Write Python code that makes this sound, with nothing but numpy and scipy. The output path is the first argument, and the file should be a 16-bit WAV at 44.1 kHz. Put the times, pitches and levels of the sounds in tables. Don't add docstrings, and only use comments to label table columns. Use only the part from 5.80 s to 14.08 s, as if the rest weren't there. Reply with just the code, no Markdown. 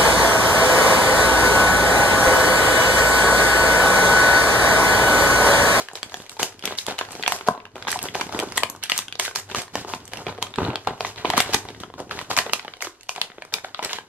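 import sys
import numpy as np
from scipy import signal
from scipy.fft import rfft, irfft
from scipy.io import wavfile

SR = 44100
rng = np.random.default_rng(int(sys.argv[2]) if len(sys.argv) > 2 else 0)


def digitize_waveform(pressure):
    field = np.atleast_2d(pressure).T
    bounded = np.clip(field, -1, 1)
    quanta = np.round(bounded * 32767).astype(np.int16)
    wavfile.write(sys.argv[1], SR, quanta)


N = 365148
SMALL_MAX_DB = -36.5

# (time [s], lead of the left microphone port and lag of the right [samples])
PACKET_PLACE = [(0, 1.7), (1.0, 1.94), (1.5, 2.5), (2.4, 1.8), (2.75, 0.4), (3.3, 1.2), (4.1, 1.24),
                (4.7, 1.3), (5.1, 2), (5.6, 2.5), (6.1, 0.06), (7.2, 0), (8.2, -0.5)]


def undb(db):
    return 10 ** (np.asarray(db) / 20)


def unit(x):
    return x / np.sqrt(np.mean(x ** 2) + 1e-20)


def freqs(size):
    return np.maximum(np.fft.rfftfreq(size, 1 / SR), 1)


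def along(points, hz):
    f, value = np.transpose(points)
    return np.interp(np.log(hz), np.log(f), value)


def causal(gain):
    cepstrum = irfft(np.log(gain + 1e-9))
    half = len(cepstrum) // 2
    cepstrum[1:half] *= 2
    cepstrum[half + 1:] = 0
    return np.exp(rfft(cepstrum))


def colour(x, points, size=4096):
    response = irfft(causal(undb(along(points, freqs(size)))))
    return signal.fftconvolve(x, response[None], axes=1)[:, :N]


def add(out, s, sound):
    i = int(np.clip(s * SR, 0, N - 1))
    out[:, i:i + sound.shape[1]] += sound[:, :N - i]


def room_air(level_db=-65, width=0.51):
    # (frequency [Hz], gain [dB])
    air_eq = [(21, 5), (62, 2), (125, -32), (260, 5), (720, -17), (2100, -13), (6100, -23), (13800, -36),
              (15500, -55)]
    noise = rng.standard_normal(N) + width * rng.standard_normal((2, N))
    return undb(level_db) * unit(colour(noise, air_eq))


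def hum(hz=100.6, half_width_hz=6):
    # (time [s], level [dB])
    ride = [(0, -71), (.4, -60.5), (2.2, -59), (2.5, -55), (3.2, -60), (4.1, -52), (5.9, -49.5), (6.7, -65),
            (7.0, -66), (8.28, -70)]
    band = 1 / (1 + ((freqs(N) - hz) / half_width_hz) ** 2)
    drone = unit(irfft(rfft(rng.standard_normal(N)) * band, N))
    return undb(np.interp(np.arange(N) / SR, *np.transpose(ride))) * drone


def room(x, wet_db=-8.5, build_s=0.00037, size=2 ** 15):
    # (frequency [Hz], gain [dB])
    reverb_eq = [(62, -29), (210, -11), (410, -2), (920, 2), (2100, 8), (4400, 4.5), (8100, 10), (13800, 7)]
    # (frequency [Hz], time to fall 60 dB [s])
    t60 = [(105, 0.73), (520, 0.38), (900, 0.38), (2100, 0.19), (6100, 0.21), (13800, 0.13)]
    f, t = freqs(size), np.arange(size) / SR
    mid, side = rfft(rng.standard_normal((2, size)))
    alike = 1 / (1 + (f / 1700) ** 2)
    field = mid * np.sqrt(1 + alike) + np.array([[1], [-1]]) * side * np.sqrt(1 - alike)
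    field *= undb(along(reverb_eq, f))
    tail = np.zeros((2, size))
    for hz in 2. ** np.arange(6, 15):
        octave = np.maximum(1 - abs(np.log2(f / hz)), 0)
        tail += irfft(field * octave) * np.exp(-np.log(1000) * t / along(t60, hz))
    tail *= 1 - np.exp(-(t / build_s) ** 2)
    return signal.fftconvolve(x, unit(tail) / np.sqrt(size) * undb(wet_db), axes=1)[:, :N]


def microphone_ports(x, size=2 ** 19):
    # (frequency [Hz], lead of the left [rad])
    phase = [(100, 0), (900, -.18), (1900, -.4), (2900, -1.0), (3600, -2.4), (7000, -3.0), (14000, -3.3)]
    turn = np.exp(.5j * np.array([[1], [-1]]) * along(phase, freqs(size)))
    return irfft(rfft(x, size) * turn)[:, :N]


def hollow(x, size=2 ** 19):
    # (frequency [Hz], width [Hz], gain [dB])
    resonances = [(389.4, 32, 4.5), (460, 73, 0.5), (731.5, 65, 5.5), (910, 47, 3), (1014, 85, 2.5),
                  (1600, 40, 2), (3180, 200, -0.5)]
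    f = freqs(size)
    gain_db = sum(db / (1 + (2 * (f - hz) / width) ** 2) for hz, width, db in resonances)
    return irfft(rfft(x, size) * causal(undb(gain_db)))[:, :N]


def rustle_burst(since, length, attack_s=0.0082, sag_db_per_s=5, release_db_per_s=339):
    rise = np.clip(1 + since / attack_s, 0, 1)
    sag_db = sag_db_per_s * np.clip(since, 0, length)
    release_db = release_db_per_s * np.maximum(since - length, 0)
    return rise * undb(-sag_db - release_db)


def hand_effort():
    # (time [s], finger rumble [dB], rustle [dB])
    grip = [(0.0, -63, -45), (0.45, -56, -44), (0.78, -52, -48), (1.25, -47, -40.5), (1.6, -49, -36.5),
            (1.9, -54, -57.5), (2.3, -39.5, -41), (2.7, -38.5, -35.5), (3.0, -46, -49), (3.65, -56, -48.5),
            (4.25, -44.5, -45), (5.35, -50, -44), (5.9, -39.5, -41), (6.12, -44, -52), (6.7, -47, -39),
            (7.15, -72, -52.5), (7.65, -57, -49), (8.28, -49.5, -51)]
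    # (rumble [dB], flex [dB], crackle [dB], slide [dB])
    grip_trims = (-7, -8.5, -9.5, -11.5)
    # (start [s], length [s], rumble [dB], flex [dB], crackle [dB], slide [dB])
    bursts = [(0, 0.0049, -51, -34.5, -34, -34.5), (0.155, 0.0055, -66, -43, -41, -40),
              (0.248, 0.0063, -51, -49, -61, -47), (0.314, 0.11, -52, -55, -50, -47),
              (0.509, 0.02, -67, -50, -59, -44.5), (0.597, 0.046, -49, -31.5, -31.5, -29),
              (0.839, 0.084, -48.5, -35.5, -36.5, -41.5), (0.98, 0.015, -63, -51, -37, -31),
              (1.081, 0.019, -36, -28, -31, -37), (1.186, 0.01, -53, -37.5, -33, -38.5),
              (1.304, 0.24, -56, -49, -48.5, -46), (1.478, 0.071, -48.5, -38, -40, -33),
              (1.671, 0.005, -47, -30, -37, -37), (1.957, 0.12, -51, -44.5, -50.5, -52.5),
              (2.078, 0.065, -52, -38, -35.5, -32), (2.219, 0.046, -45, -38.5, -38, -38),
              (2.345, 0.092, -42, -37, -39, -38.5), (2.522, 0.11, -48, -32, -42.5, -41.5),
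              (2.76, 0.023, -60, -39, -39, -35), (3.032, 0.0037, -61, -42.5, -29.5, -37),
              (3.098, 0.11, -61, -48, -37, -35.5), (3.396, 0.065, -62, -38.5, -31.5, -30),
              (3.557, 0.004, -44, -37.5, -33, -26), (3.692, 0.057, -49, -42, -45, -46),
              (3.759, 0.033, -39, -31.5, -31, -31), (3.941, 0.063, -38.5, -39, -37.5, -40),
              (4.077, 0.07, -48, -37.5, -42.5, -40), (4.32, 0.096, -44, -39.5, -45.5, -46.5),
              (4.47, 0.031, -38, -34.5, -40.5, -48), (4.621, 0.004, -43, -36.5, -39, -41),
              (4.781, 0.1, -30, -30.5, -37.5, -47), (4.898, 0.048, -62, -34.5, -49, -71),
              (5.076, 0.0045, -31, -24.5, -33, -48), (5.204, 0.03, -45, -41, -41, -42),
              (5.252, 0.035, -44.5, -39, -37.5, -39), (5.373, 0.037, -45, -40, -39, -47.5),
              (5.451, 0.13, -37, -31.5, -32.5, -42.5), (5.572, 0.018, -46, -24, -21, -24.5),
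              (5.665, 0.056, -40.5, -38, -36.5, -42), (5.735, 0.0065, -30, -34, -26, -24),
              (6.003, 0.01, -48, -45, -43.5, -46.5), (6.184, 0.015, -42.5, -33.5, -45, -46.5),
              (6.311, 0.11, -46.5, -38.5, -39, -44), (6.505, 0.0041, -39, -28.5, -29, -29),
              (6.576, 0.0076, -38.5, -30, -28, -25.5), (6.66, 0.0068, -62, -32, -40, -44),
              (6.73, 0.009, -42, -42, -51, -31.5), (7.017, 0.039, -66, -43, -41.5, -36.5),
              (7.293, 0.0034, -63, -46, -48, -34.5), (7.354, 0.096, -64, -45.5, -47, -48.5),
              (7.731, 0.021, -45.5, -34.5, -42, -35.5), (7.843, 0.0048, -67, -41.5, -42.5, -45),
              (7.974, 0.141, -73, -51, -49.5, -53), (8.032, 0.024, -48, -33, -34.5, -36.5),
              (8.093, 0.068, -56, -41, -35.5, -40.5)]
    t = np.arange(N) / SR
    times, rumble_db, rustle_db = np.transpose(grip)
    rides = rumble_db, rustle_db, rustle_db, rustle_db
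    hold_db = [np.interp(t, times, ride) + trim for ride, trim in zip(rides, grip_trims)]
    power = undb(hold_db) ** 2
    for start, length, *layer_db in bursts:
        near = slice(*np.searchsorted(t, [start - .01, start + length + .5]))
        power[:, near] += np.outer(undb(layer_db), rustle_burst(t[near] - start, length)) ** 2
    return np.sqrt(power)


def grains(eq, per_s, scatter_db, width, rub):
    hits = rng.random(N) < per_s / SR
    sizes = hits * undb(scatter_db * np.minimum(rng.exponential(size=N), 3.5))
    slips = unit(sizes * (np.sign(rng.standard_normal(N)) + width * rng.standard_normal((2, N))))
    rubbing = unit(rng.standard_normal(N) + width * rng.standard_normal((2, N)))
    return unit(colour(slips + rub * rubbing, eq))


def handling(effort, trim_db=(1, -2.3, -1.5, -.7)):
    # (frequency [Hz], gain [dB])
    rumble_eq = [(24, -29), (55, -2.5), (90, 2.5), (170, 1.5), (290, 1), (420, -2.5), (800, -42)]
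    # (frequency [Hz], gain [dB])
    flex_eq = [(200, -17.5), (330, 0.5), (405, 9), (540, 8), (725, 6.5), (910, 7), (1150, 2.5), (1450, 4),
               (2400, -40), (13000, -43), (15500, -70)]
    # (frequency [Hz], gain [dB])
    crackle_eq = [(900, -12.5), (1600, 18.5), (2200, 16.5), (3200, 17.5), (4200, 18.5), (6500, -15.5),
                  (13000, -19), (15500, -60)]
    # (frequency [Hz], gain [dB])
    slide_eq = [(3000, -29), (4700, -1.5), (6500, -2), (9000, -11), (11200, -9), (13500, -12), (15600, -66)]
    layers = (grains(rumble_eq, per_s=180, scatter_db=5.0, width=.27, rub=.56),
              grains(flex_eq, per_s=450, scatter_db=6.5, width=.3, rub=.96),
              grains(crackle_eq, per_s=620, scatter_db=4.6, width=.55, rub=.8),
              grains(slide_eq, per_s=1000, scatter_db=1.0, width=.55, rub=1.0))
    return sum(gain * undb(trim) * layer for gain, trim, layer in zip(effort, trim_db, layers))


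def radiation(f, low_hz=135, soft_hz=7500, top_hz=13000):
    return 1 / (1 + (low_hz / f) ** 4) / np.hypot(1, f / soft_hz) / np.hypot(1, (f / top_hz) ** 7)


def wrinkle_pops(effort, per_s=65, low_hz=800, high_hz=6000, fade_s=.0015, scatter_db=5.5, size=512):
    f, t = freqs(size), np.arange(size) / SR
    out = np.zeros((2, N))
    for when, pitch, strength in rng.random((int(per_s * N / SR), 3)):
        hz = low_hz * (high_hz / low_hz) ** pitch
        shiver = (rng.standard_normal(size) + .3 * rng.standard_normal((2, size))) * np.exp(-t / fade_s)
        tone = radiation(f) / (1 + (f / hz - hz / f) ** 2)
        tick = irfft(rfft(shiver) * causal(tone))
        gain = np.interp(pitch, [0, .5, 1], effort[1:, int(when * N)] * undb([-2.5, -1.0, -4.0]))
        gain *= undb(scatter_db * (2 * strength - 2))
        add(out, when * N / SR, unit(tick) * min(gain, undb(SMALL_MAX_DB)))
    return out


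def buckle(f, t, shiver=.15, shiver_s=.0013, after=.61, after_per_s=1200, after_s=.002, width=.33):
    fade = np.exp(-t / shiver_s)
    neighbours = (rng.random(len(t)) < after_per_s / SR) * np.exp(-t / after_s)
    kick = (t == 0) + (shiver * fade + after * neighbours) * rng.standard_normal(len(t))
    spread = width / (1 + (1450 / f) ** 4)
    return rfft(kick) + spread * rfft(fade * rng.standard_normal((2, len(t))))


def panel(f, hz, resonances, ripple_db=3.6, resonance_q=5.5):
    # (pitch [Hz], ring [dB], sharpness [Q])
    ring_by_pitch = [(400, 14, 5), (950, 16, 4.5), (2200, 4, 1.6), (4000, 6, 1.8), (7000, 5, 1.5)]
    ring_db, q = (along(np.array(ring_by_pitch)[:, [0, column]], hz) for column in (1, 2))
    ring = 1 + undb(ring_db) / np.hypot(1, q * (f / hz - hz / f))
    modes = np.c_[np.geomspace(100, 15500, 50), rng.standard_normal(50)]
    uneven_db = ripple_db / np.sqrt(1 + len(resonances)) * along(modes, f)
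    own_db = sum(db / (1 + (resonance_q * (f / at - at / f)) ** 2) for at, db in resonances)
    return ring * undb(uneven_db + own_db)


def snap(hz, band_db, lead, resonances=(), length_s=.005, size=2048):
    band_edges = [100, 500, 1500, 4500, 15500]
    # (from [Hz], to [Hz])
    band_cores = [(200, 380), (700, 1100), (1850, 3700), (7500, 9000)]
    # (crack level [dB], top of the sparkle [Hz])
    reach = [(-38, 12000), (-18, 13400)]
    f, t = freqs(size), np.arange(size) / SR
    top_hz = np.interp(band_db[-1], *np.transpose(reach))
    gain = panel(f, hz, resonances) * radiation(f, top_hz=top_hz)
    kick = buckle(f, t)
    bands = [(f >= lo) & (f < hi) for lo, hi in zip(band_edges, band_edges[1:])]
    energy = undb(band_db) ** 2 * SR * length_s
    for _ in range(3):
        power = np.mean(abs(kick * gain) ** 2, axis=0) * 2 / size
        log_boost = np.log(energy / [power[band].sum() for band in bands]) / 2
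        gain *= np.exp(along(np.c_[np.ravel(band_cores), np.repeat(log_boost, 2)], f))
    delay_samples = 8 - lead * np.array([[1], [-1]])
    return irfft(kick * causal(gain) * np.exp(-2j * np.pi * f / SR * delay_samples))


def small_creases(effort, per_s=11, low_hz=600, high_hz=6700, lift_db=(.7, 2.7, 5.7, .8), scatter_db=2.5):
    out = np.zeros((2, N))
    for when, pitch, *chance in rng.random((int(per_s * N / SR), 6)):
        s = when * N / SR
        hz = low_hz * (high_hz / low_hz) ** pitch
        effort_db = 20 * np.log10(effort[:, int(when * N)])
        band_db = effort_db + lift_db + scatter_db * (2 * np.array(chance) - 1)
        lead = np.interp(s, *np.transpose(PACKET_PLACE))
        add(out, s, snap(hz, np.minimum(band_db, SMALL_MAX_DB), lead))
    return out


def loud_creases(trim_db=-0.98, wander_samples=.25):
    # (frequency
    # [Hz], gain [dB])
    cues = [(0.0858,1710,-56,-39,-30.5,-42.5), (.1138,839,-57,-40,-45,-56), (0.1332,6980,-40,-38,-56,-40),
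            (0.1547,3850,-39,-39,-29.5,-32), (0.23,3000,-39,-32,-24,-27.5,(7300,6)),
            (.2965,3100,-56,-52,-41,-47), (0.342,1890,-40,-30,-26,-33), (0.3201,980,-52,-38,-40,-50),
            (0.3702,1890,-56,-45,-44,-39.5), (.401,2100,-49,-44,-40,-56), (0.464,3270,-74,-64,-42,-48),
            (0.495,3170,-60,-45,-34,-35), (.5676,839,-47,-38,-45,-49), (0.5956,830,-35,-30.5,-33,-43),
            (0.6026,2600,-33,-31.5,-27,-40), (.63,2680,-28,-25,-18,-17.5,(720,7)),
            (0.793,3960,-63,-62,-41,-42), (0.825,4608,-43,-49,-34,-43), (0.8383,1380,-32,-34,-33,-56),
            (0.855,2780,-36,-45,-21.5,-21.5,(2800,8),(5700,7)), (0.8758,2220,-29.5,-32,-24.5,-36),
            (.923,910,-33,-28.5,-33,-54), (0.986,3700,-53,-56,-19,-28.5,(3850,8)),
            (1.0656,5500,-64,-35,-27.5,-27), (1.0845,360,-32,-34,-32,-36), (1.109,760,-86,-30,-31,-43),
            (1.183,3400,-55,-52,-29,-39), (1.1891,2970,-63,-29.5,-22,-28,(3050,7)),
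            (1.2115,1080,-31,-22,-23.5,-41), (1.2875,775,-47,-37,-40,-52), (1.319,8650,-50,-42,-53,-34),
            (1.352,670,-34,-38,-35,-39), (1.396,404,-32,-34,-43,-59), (1.4261,2971,-41,-41,-26,-34),
            (1.4354,2960,-44,-33,-21,-38), (1.4626,1890,-42,-30,-18,-41),
            (1.4781,1840,-34,-17.5,-14.5,-18.5,(950,5),(3900,-6)), (1.5217,1030,-48,-18.5,-20,-24,(1900,5)),
            (1.6099,915,-38,-33,-33.5,-51), (1.6751,720,-47,-24.5,-32,-32),
            (1.6855,860,-16.5,-9,-22.5,-28.5,(1260,-7),(1560,9)), (1.75,861,-46,-34,-47,-62),
            (1.7767,860,-37,-36,-44,-66), (1.8016,861,-60,-51,-40.5,-60), (1.8535,1530,-50,-42,-36,-51),
            (1.8637,947,-56,-43,-49,-72), (1.9566,366,-35,-35,-37,-48), (1.9639,990,-39,-37,-50,-64),
            (2.0246,1540,-53,-39,-31,-38.5), (2.0501,1636,-53,-37,-39,-54),
            (2.0706,770,-37,-25.5,-27.5,-53), (2.078,1600,-45,-32,-26,-39),
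            (2.0835,1500,-36,-23.5,-22.5,-36), (2.104,5200,-52,-40,-29,-27),
            (2.1162,8000,-56,-41,-28,-20.5), (2.1277,1580,-60,-30,-21.5,-31), (2.158,810,-43,-22,-63,-52),
            (2.19,3040,-48,-36,-27,-32), (2.228,11500,-46,-40,-42,-24), (2.2556,1670,-34,-30,-33,-39),
            (2.286,2880,-39,-48,-27,-57), (2.3483,1679,-47,-34,-24,-39,(2750,7)),
            (2.3527,790,-30,-21.5,-28,-32.5), (2.397,885,-39,-27,-41,-52), (2.411,1710,-36,-26,-22,-29),
            (2.4145,980,-34,-25,-25,-36), (2.4933,732,-43,-31.5,-42,-58), (2.547,735,-23,-27,-30.5,-48),
            (2.5727,1076,-38,-31,-39,-44), (2.5908,374,-24.5,-26.5,-21.5,-28),
            (2.5997,2240,-32,-34,-22.5,-27), (2.633,377,-24.5,-27.5,-40,-38), (2.672,386,-32,-43,-53,-55),
            (2.7219,1636,-48,-35,-33,-32.5), (2.774,3200,-49,-29,-26,-20),
            (2.7779,2250,-33.5,-22,-14,-19.5,(1300,-5),(2400,3)), (2.825,905,-48,-28,-47,-48),
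            (2.834,1000,-27,-16.5,-14.5,-21.5,(1480,-12),(2900,8)), (2.899,6840,-37.5,-37,-37,-26.5),
            (2.95,1119,-48,-37,-46,-55), (2.9622,6000,-52,-46,-48,-43),
            (3.0372,5700,-63,-40.5,-25,-23.5,(2800,9),(5400,8)), (3.098,4200,-47,-25,-18,-22.5),
            (3.1189,3000,-33,-27,-12.5,-24,(700,6),(1150,-9)), (3.1627,1119,-52,-35,-33,-33),
            (3.178,6460,-52,-39,-27,-17.5,(1150,8)), (3.189,7050,-36.5,-27.5,-22,-22),
            (3.2826,2700,-63,-42,-30,-40), (3.325,2860,-47,-41,-26.5,-36,(2850,9),(3900,-6)),
            (3.354,4500,-42,-40,-33,-37.5), (3.397,2060,-35.5,-25,-17,-19.5,(5000,6)),
            (3.452,7750,-51,-48,-28,-28.5), (3.4795,1530,-35,-28.5,-27.5,-55),
            (3.5115,1184,-49,-37,-38,-47), (3.559,5670,-51,-27,-22,-21,(1700,6)),
            (3.714,410,-34,-44,-31,-39.5), (3.7475,1060,-30.5,-21,-24,-31), (3.785,1100,-41,-31,-32,-31),
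            (3.8193,602,-48,-45,-40,-33), (3.88,990,-55,-45,-43,-53), (3.9545,910,-24,-21,-23.5,-27),
            (4.0479,990,-32.5,-31.5,-40,-49), (4.0985,1033,-48,-33,-39,-50),
            (4.1365,940,-28,-23.5,-26.5,-42), (4.254,5380,-75,-49,-51,-40), (4.2783,1550,-56,-54,-42.5,-39),
            (4.3345,740,-40,-33.5,-27,-34), (4.372,3160,-49,-59,-31.5,-36.5), (4.39,280,-51,-37,-46,-52),
            (4.467,735,-24.5,-28,-26,-42), (4.4933,1000,-42,-36,-39,-51), (4.5248,990,-41,-38,-42,-56),
            (4.5786,1033,-49,-41,-40.5,-54), (4.585,410,-31.5,-35,-45,-58),
            (4.6257,5200,-32.5,-24.5,-19,-23.5,(980,7),(3300,6)), (4.667,1000,-52,-39,-40,-56),
            (4.7392,2210,-59,-42,-30.5,-50), (4.7587,2840,-57,-39,-31,-38), (4.785,920,-17.5,-20,-26.5,-42),
            (4.85,168,-26,-49,-26.5,-54), (4.884,115,-19.5,-37,-40,-61), (4.9027,1119,-34,-30,-31,-55),
            (4.9385,408,-32,-32,-48,-68), (4.9571,2180,-32,-27.5,-21,-30.5,(1500,4),(4900,4)),
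            (5.0727,934,-29,-15.5,-25.5,-33.5), (5.108,118,-27.5,-35,-46,-63),
            (5.207,670,-31,-23,-24.5,-32), (5.2485,900,-44,-22.5,-24,-43), (5.36,3980,-43,-43,-39,-46),
            (5.448,830,-20.5,-18.5,-29,-47,(550,-9)), (5.454,960,-29,-22.5,-21,-41),
            (5.5014,740,-35,-18,-17.5,-25), (5.5357,845,-47,-18,-23.5,-41), (5.568,694,-48,-26,-27,-32),
            (5.5782,1210,-19,-13,-18,-18), (5.6032,3250,-37,-16.5,-10.5,-13.5,(1300,4)),
            (5.693,394,-28,-29,-38,-45), (5.7355,5150,-38,-25.5,-22,-25), (5.743,915,-23.5,-23.5,-16,-24),
            (5.7454,2440,-34,-19.5,-17,-15.5,(850,6)), (5.8526,710,-50,-37,-47,-53),
            (5.887,3930,-39,-36.5,-32,-43.5), (5.9043,409,-35,-42,-43,-52), (5.9475,1981,-53,-47,-40,-55),
            (6.035,1410,-38,-29.5,-33,-45), (6.1011,452,-42,-40,-47,-68), (6.1394,845,-44,-36.5,-41.5,-53),
            (6.2019,660,-28,-27.5,-38,-39), (6.2942,775,-48,-45,-42,-52), (6.3106,1440,-69,-27,-26,-39),
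            (6.39,2230,-61,-31,-26,-37,(2100,8)), (6.4136,1055,-46,-31,-37,-39),
            (6.5126,820,-52,-23,-26,-31), (6.5664,4730,-65,-27,-19.5,-19.5), (6.575,980,-42,-18,-19,-20),
            (6.5878,2680,-40,-18.5,-11,-17,(950,5),(1600,5)), (6.6643,463,-29,-29,-32,-50),
            (6.6964,1636,-41,-38,-29.5,-46), (6.7342,3000,-32,-19,-13,-18,(1050,5),(1500,-7)),
            (6.795,3420,-61,-36.5,-29,-38), (6.8483,860,-40,-31.5,-37,-48),
            (6.88,1530,-37.5,-33.5,-30.5,-45), (6.937,3800,-57,-41,-32.5,-48), (6.9688,452,-50,-48,-45,-52),
            (7.007,2890,-60,-39,-32,-47), (7.0229,2150,-51,-30.5,-23,-25,(2150,7),(3300,-5)),
            (7.049,900,-48,-35,-34,-42), (7.0705,336,-31.5,-31,-35,-51), (7.2096,2153,-60,-67,-45.5,-45),
            (7.232,2140,-76,-65,-44.5,-44), (7.2928,2800,-45,-26,-22,-27,(950,5),(1900,-8),(6200,6)),
            (7.361,2710,-45,-35,-32,-36.5), (7.38,790,-47,-28.5,-36,-54),
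            (7.415,3300,-40,-30,-15,-22.5,(1950,7),(2350,-8)), (7.5012,2110,-45,-44,-42,-59),
            (7.5177,1378,-58,-47,-41.5,-72), (7.5825,410,-36,-37.5,-41,-75),
            (7.6219,2120,-49,-35.5,-30.5,-45), (7.6505,1076,-46,-42,-44,-44.5),
            (7.7241,2239,-58,-47,-37,-58), (7.7392,5300,-37.5,-36,-16,-18.5,(2400,7),(12500,5)),
            (7.7843,2000,-50,-38,-33,-59), (7.846,745,-40,-28,-28.5,-47),
            (7.946,3830,-53,-31,-26,-39,(1250,8),(3750,6)), (7.9923,780,-39,-23,-30.5,-48),
            (8.026,1000,-32,-32,-30,-39), (8.048,6850,-37,-30.5,-24.5,-23),
            (8.1313,3770,-45,-31,-22.5,-26.5), (8.1857,700,-38,-30.5,-29,-44)]
    out = np.zeros((2, N))
    for s, hz, thud_db, panel_db, rattle_db, crack_db, *resonances in cues:
        band_db = np.array([thud_db, panel_db, rattle_db, crack_db]) + trim_db
        lead = np.interp(s, *np.transpose(PACKET_PLACE)) + wander_samples * rng.standard_normal()
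        add(out, s, snap(hz, band_db, lead, resonances))
    return out


def scene():
    effort = hand_effort()
    film = loud_creases() + handling(effort) + small_creases(effort) + wrinkle_pops(effort)
    packet = hollow(film)
    return microphone_ports(packet) + room(packet) + room_air() + hum()


def record(dry):
    lowpass = signal.ellip(8, .2, 70, 15400, fs=SR, output="sos")
    return signal.sosfilt(lowpass, np.clip(dry, -1, 1))


dry = scene()
out = record(dry)
digitize_waveform(out)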